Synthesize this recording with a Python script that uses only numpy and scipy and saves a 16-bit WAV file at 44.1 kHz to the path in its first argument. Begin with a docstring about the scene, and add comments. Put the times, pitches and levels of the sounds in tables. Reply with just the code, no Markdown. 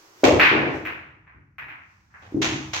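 """A rack of pool balls cracks apart in a break shot, each elastic collision radiating one short pulse.
The cue first slides over the hand and thumps the white ball; then the balls click, rumble over the
cloth and bump the cushions, exciting the modes of the table's frame. One drops into a pocket, and two
hard clacks follow. A bare room reverberates over a soft hiss, and a limiter ducks under the crack."""
import sys
import numpy as np
from scipy import signal
from scipy.fft import rfft, irfft
from scipy.io import wavfile
from scipy.ndimage import uniform_filter1d, minimum_filter1d

SR = 44100
rng = np.random.default_rng(int(sys.argv[2]) if len(sys.argv) > 2 else 0)


def file_out(sig):
    """Save sig as 16-bit WAV at sys.argv[1]."""
    # one column per channel
    cols = np.atleast_2d(sig).T
    # limit, then scale
    lim = np.clip(cols, -1, 1)
    pcm = np.round(lim * 32767).astype(np.int16)
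    wavfile.write(sys.argv[1], SR, pcm)


N = 123479


def amp(db):
    """The decibel scale: 20 dB is a factor of ten in amplitude."""
    return 10 ** (np.asarray(db) / 20)


def curve_at(points, hz):
    """Linear interpolation along log frequency."""
    f, value = np.transpose(points)
    return np.interp(np.log(hz + 1), np.log(f), value)


def add(mix, start_s, sound):
    """Superposition: a sound sums into the mix from its start time."""
    part = mix[:, round(start_s * SR):][:, :sound.shape[1]]
    part += sound[:, :part.shape[1]]


# Stereo width (frequency [Hz], side relative to mid [dB])
STEREO_WIDTH = [(60, -19.5), (150, -15), (300, -5.5), (600, -7), (1200, 1.5), (8000, 0)]
# Stereo balance (frequency [Hz], left minus right [dB])
STEREO_BALANCE = [(60, -1), (250, 1.5), (550, 5), (1100, -3.5), (2200, 2), (4300, -4.5), (8000, -4)]

def spread(spectra, hz):
    """Mid-side stereo: two independent spectra become left and right, nearly coherent in the bass."""
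    width = amp(curve_at(STEREO_WIDTH, hz))
    lean = amp(curve_at(STEREO_BALANCE, hz) / 2)
    mid, side = spectra[0], width * spectra[1]
    return np.array([(mid + side) * lean, (mid - side) / lean]) / np.sqrt(1 + width ** 2)


# Reverberation time of the room (frequency [Hz], T60 [s])
ROOM_T60 = [(60, 0.02), (150, 0.82), (330, 0.5117), (800, 0.7972), (2000, 0.668), (4000, 0.5946),
            (7000, 0.63), (14000, 0.35)]

def room(direct_db, build_s, size=56000, echoes=10, echo_span_s=.035, echo_db=-20):
    """Room impulse response: direct sound, early reflections and an exponentially decaying tail."""
    t = np.arange(size) / SR
    density = np.minimum(.04 + t, 1)  # reflections arrive ever more densely
    taps = rng.standard_normal((2, size)) * (rng.random((2, size)) < density)
    hz, times, spectra = signal.stft(taps / np.sqrt(density), SR, nperseg=512)
    decay = amp(-60 * times[:, None] / curve_at(ROOM_T60, hz))
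    spectra = spread(spectra.transpose(0, 2, 1), hz) * decay
    path = signal.istft(spectra.transpose(0, 2, 1), SR, nperseg=512)[1][:, :size]
    path *= 1 - np.exp(-t / build_s)
    tail_norm = np.linalg.norm(path[0])
    for channel in path:
        delays = (rng.random(echoes) * echo_span_s * SR).astype(int)
        channel[delays] += tail_norm * amp(echo_db) * rng.uniform(-1, 1, echoes)
    path[:, 0] += tail_norm * amp(direct_db)
    return path


def shaped_noise(envelope, spectrum):
    """Amplitude modulation: filtered noise of unit rms follows a level envelope."""
    hz = np.fft.rfftfreq(N, 1 / SR)
    white = spread(rfft(rng.standard_normal((2, N))), hz)
    noise = irfft(white * amp(curve_at(spectrum, hz)), N)
    noise /= np.sqrt(np.mean(noise ** 2) + 1e-20)
    return noise * amp(np.interp(np.arange(N) / SR, *np.transpose(envelope)))


# Envelope of the hiss (time [s], level [dB])
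HISS_ENVELOPE = [(.3, -58), (.6, -71), (.76, -51), (1.05, -77.5), (1.2, -85.5), (1.55, -90.5), (1.92, -67),
                 (2.1, -70), (2.25, -62.5), (2.8, -53.5)]
# Its spectrum (frequency [Hz], relative level [dB])
HISS_SPECTRUM = [(500, -8.5), (1000, 5), (2200, -4.5), (3800, -9.5), (6000, -4.5), (7800, -15), (9500, -27),
                 (13000, -21)]

def hiss():
    """Broadband noise: a soft hiss swells and fades."""
    return shaped_noise(HISS_ENVELOPE, HISS_SPECTRUM)


# Envelope of the sliding cue (time [s], level [dB])
SLIDE_ENVELOPE = [(0, -55), (.13, -58), (.2, -53.5), (.25, -47.5), (.3, -90.5)]
# Its spectrum (frequency [Hz], relative level [dB])
SLIDE_SPECTRUM = [(50, -15.5), (230, -9.5), (350, 7.5), (500, -3), (800, -4), (2200, -5), (3800, -11),
                  (6000, -5.5), (9500, -23.5), (13000, -17.5)]

def cue_slide():
    """Sliding friction: the shaft rubs over the hand."""
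    return shaped_noise(SLIDE_ENVELOPE, SLIDE_SPECTRUM)


# Envelope of the rolling balls (time [s], level [dB])
ROLL_ENVELOPE = [(0, -76), (.22, -70), (.3, -29), (.7, -43.5), (1.1, -58), (1.55, -60.5), (1.9, -62),
                 (2.15, -60.5), (2.3, -51.5), (2.8, -45.5)]
# Their spectrum (frequency [Hz], relative level [dB])
ROLL_SPECTRUM = [(22, -48), (55, 0.5), (90, 6), (150, 0.5), (260, -12), (330, -10.5), (420, -28),
                 (1500, -39.5), (5000, -55)]

def rolling():
    """Rolling contact noise: the balls rumble over the cloth."""
    return shaped_noise(ROLL_ENVELOPE, ROLL_SPECTRUM)


def pulse(spectrum, tilt_db, size=4096):
    """Minimum phase: the most compact causal pulse with a given spectrum, at unit energy."""
    hz = np.fft.rfftfreq(size, 1 / SR)
    octaves = np.log2(np.maximum(hz, 60) / 1000)
    dc_cut_db = 40 * np.exp(-hz / 10)
    cepstrum = irfft(np.log(amp(curve_at(spectrum, hz) + tilt_db * octaves - dc_cut_db)))
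    cepstrum[1:size // 2] *= 2  # fold onto positive time
    cepstrum[size // 2 + 1:] = 0
    shape = irfft(np.exp(rfft(cepstrum)))
    return shape / np.linalg.norm(shape)


def impact(spectrum, direct_db, build_s, tilt_db=0):
    """Convolution: one contact pulse is heard through the room's impulse response."""
    return signal.fftconvolve(room(direct_db, build_s), pulse(spectrum, tilt_db)[None], axes=1)


def impacts(events, spectrum, direct_db, build_s):
    """Impulsive excitation: brief contacts whose only tail is the room's reverberation."""
    out = np.zeros((2, N))
    for s, db, tilt_db in events:
        add(out, s, amp(db) * impact(spectrum, direct_db, build_s, tilt_db))
    return out


def ring(modes, drive_db=0, size=56000, build_s=.01):
    """Free vibration: each mode is a damped sinusoid of random phase, with a smoothed onset."""
    t = np.arange(size) / SR
    hz, db, t60 = np.transpose(modes)
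    cycles = hz[:, None] * t + rng.random((len(hz), 1))
    envelopes = amp((db + drive_db)[:, None] - 60 * t / t60[:, None])
    sines = envelopes * np.sin(2 * np.pi * cycles)
    return sines.sum(0)[None] * (1 - np.exp(-t / build_s)) ** 2


# Modes of the table's frame (frequency [Hz], relative level [dB], T60 [s])
FRAME_MODES = [(139.4, -6.5, 1.1), (315.6, -9.5, 0.83), (349.6, -7.5, 0.36), (396.5, -7, 0.46),
               (479, -7, 0.2), (522, -6.5, 0.43), (598, -11, 0.73)]

def frame(spectrum, tilt_db=0):
    """Modal excitation: each mode rings as strongly as the blow's spectrum drives it."""
    hz = np.transpose(FRAME_MODES)[0]
    slope_db = tilt_db * np.log2(hz / hz[0]) - max(2 * tilt_db, 0)
    return ring(FRAME_MODES, curve_at(spectrum, hz) + slope_db)


def padded_impacts(events, spectrum, frame_db, direct_db):
    """Structural coupling: padded blows also set the table's frame ringing."""
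    out = impacts(events, spectrum, direct_db, build_s=.0079)
    for s, db, tilt_db in events:
        add(out, s, amp(db + frame_db) * frame(spectrum, tilt_db))
    return out


# Ball falling into the pocket (time [s], level [dB], tilt [dB/octave])
POCKET_HITS = [(2.323, -35.5, -1), (2.345, -22, -4), (2.376, -29, -2), (2.47, -29, -9), (2.52, -32, -6)]
# Spectrum of each hit (frequency [Hz], relative level [dB])
POCKET_SPECTRUM = [(25, -33), (42, -28), (65, -13.5), (140, -6.5), (185, -11.5), (320, 7.5), (410, -2.5),
                   (520, -16), (3000, -48)]

def pocket_drop():
    """Inelastic impact: a ball lands in the pocket in a few dull knocks."""
    return padded_impacts(POCKET_HITS, POCKET_SPECTRUM, frame_db=3.5, direct_db=-4)


# Ball on cushion (time [s], level [dB], tilt [dB/octave])
CUSHION_HITS = [(.325, -17, 0.5), (.515, -16.5, 1.5), (.555, -20.5, 2), (.615, -23.5, 3.5),
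                (.665, -26.5, 2.5), (.86, -41, 4), (1.13, -61.5, -2), (1.345, -46, -11), (1.395, -67.5, -9),
                (1.61, -53.5, -10), (1.665, -55, -4.5)]
# Spectrum of each hit (frequency [Hz], relative level [dB])
CUSHION_SPECTRUM = [(25, -52), (42, -21.5), (65, -4.5), (120, 0), (190, -8), (320, 7), (560, -7.5),
                    (900, -12.5), (5000, -81.5)]

def cushion_bumps():
    """Compliant contact: a cushion yields, so the energy lies at low frequencies."""
    return padded_impacts(CUSHION_HITS, CUSHION_SPECTRUM, frame_db=-4, direct_db=-7.5)


# Hard wooden clacks (time [s], level [dB], tilt [dB/octave])
CLACK_HITS = [(2.221, -46.5, -4.5), (2.4165, -20.5, 2), (2.426, -28, -0.5), (2.7325, -23.5, 2)]
# Spectrum of each hit (frequency [Hz], relative level [dB])
CLACK_SPECTRUM = [(150, -26), (500, -7.5), (800, -2), (1400, -4), (2400, -0.5), (3800, -6.5), (4900, -14),
                  (6600, -10), (7700, -26.5), (9200, -47), (11500, -36), (15500, -44)]

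def wooden_clacks():
    """Stiff contact: a brief blow on wood has a broad spectrum."""
    return impacts(CLACK_HITS, CLACK_SPECTRUM, direct_db=-25.5, build_s=.0029)


# Cue on the white ball (time [s], thump level [dB], tick level [dB])
CUE_HIT = (.235, -9.5, -17)
# Spectra of the tip's thump and the shaft's tick (frequency [Hz], relative level [dB])
THUMP_SPECTRUM = [(25, -58), (45, -36), (90, -11.5), (190, -12.5), (300, 3), (600, 1), (800, -9.5),
                  (1300, -22.5), (5000, -82)]
TICK_SPECTRUM = [(300, -11.5), (1000, 0.5), (1550, -7), (2300, -1.5), (3200, -7), (5000, -15), (6500, -15),
                 (8000, -25), (9300, -47), (12000, -31.5), (15500, -34.5)]
# Modes of the shaft (frequency [Hz], relative level [dB], T60 [s])
SHAFT_MODES = [(930, -27.5, .4), (1956, -31.5, 0.46), (2244, -30.5, 0.57), (2490, -32, .4),
               (2740, -33.5, 0.7), (3480, -38, .3), (6450, -40.5, .45)]

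def cue_strike(frame_db=-6.5, shaft_db=18.5, tick_delay_s=.004):
    """Impact and resonance: the leather tip thumps, the frame rings, and the shaft ticks and rings."""
    out = np.zeros((2, N))
    s, thump_db, tick_db = CUE_HIT
    add(out, s, amp(thump_db) * impact(THUMP_SPECTRUM, direct_db=-10, build_s=.001))
    add(out, s, amp(thump_db + frame_db) * frame(THUMP_SPECTRUM))
    add(out, s + tick_delay_s, amp(tick_db) * impact(TICK_SPECTRUM, direct_db=-19.5, build_s=.0004))
    add(out, s + tick_delay_s, amp(tick_db + shaft_db) * ring(SHAFT_MODES))
    return out


# Ball on ball (time [s], click level before the low-pass [dB], cutoff [Hz], snap level [dB])
BALL_HITS = [(0.3969, -1, 2810, -45), (0.3991, -8.5, 3950, -40), (0.416, -7, 3230, -49),
             (0.4337, -9, 3200, -57), (.452, -7, 3300, -48.5), (0.8525, -20.5, 2790, -54),
             (1.270, -39.5, 2148, -100), (1.5833, -27, 2540, -63.5), (1.685, -30, 2530, -69),
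             (2.105, -52, 1830, -110), (2.141, -34.5, 1895, -103)]
# Spectra of the click and its thin, high snap (frequency [Hz], relative level [dB])
CLICK_SPECTRUM = [(150, -25.5), (500, -20.5), (1000, -6.5), (1700, 0.5), (2500, 1.5), (3300, -8),
                  (4500, -7), (6500, -5.5), (9000, -10.5), (15000, -3)]
SNAP_SPECTRUM = [(3000, -32), (5500, -1), (8000, -10.5), (9500, -15.5), (12000, -5), (14700, 6),
                 (16000, -4.5)]

def ball_collisions():
    """Elastic collision: contact time limits bandwidth, so a gentler, longer contact sounds duller."""
    out = np.zeros((2, N))
    for s, db, cutoff_hz, snap_db in BALL_HITS:
        lowpass = signal.butter(5, cutoff_hz, fs=SR, output="sos")
        click = impact(CLICK_SPECTRUM, direct_db=-12.5, build_s=.004)
        add(out, s, amp(db) * signal.sosfilt(lowpass, click))
        add(out, s, amp(snap_db) * impact(SNAP_SPECTRUM, direct_db=-10.5, build_s=.001))
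    return out


def scene():
    """Superposition: the impacts add to the continuous noises."""
    background = rolling() + cue_slide() + hiss()
    hard_hits = cue_strike() + ball_collisions() + wooden_clacks()
    return background + hard_hits + pocket_drop() + cushion_bumps()


def record(dry, threshold_db=-12, recover_db_per_s=15, window=180, band_edge_hz=16000):
    """Look-ahead limiting: treble power lowers the gain, which recovers slowly; a low-pass follows."""
    treble = signal.lfilter(*signal.butter(1, 900, "high", fs=SR), dry)
    power_db = 10 * np.log10(abs(uniform_filter1d((treble ** 2).mean(0), window)) + 1e-12)
    recovery_db = np.arange(N) / SR * recover_db_per_s
    held_db = np.maximum.accumulate(power_db + recovery_db) - recovery_db
    excess_db = np.maximum(held_db - threshold_db, 0)
    gain_db = uniform_filter1d(minimum_filter1d(-excess_db, 2 * window), window)  # ducks a few ms early
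    limited = np.clip(dry * amp(gain_db), -1, 1)
    lowpass = signal.firwin(511, band_edge_hz, window=("kaiser", 9), fs=SR)
    return signal.oaconvolve(limited, lowpass[None], "same")


dry = scene()
out = record(dry)
file_out(out)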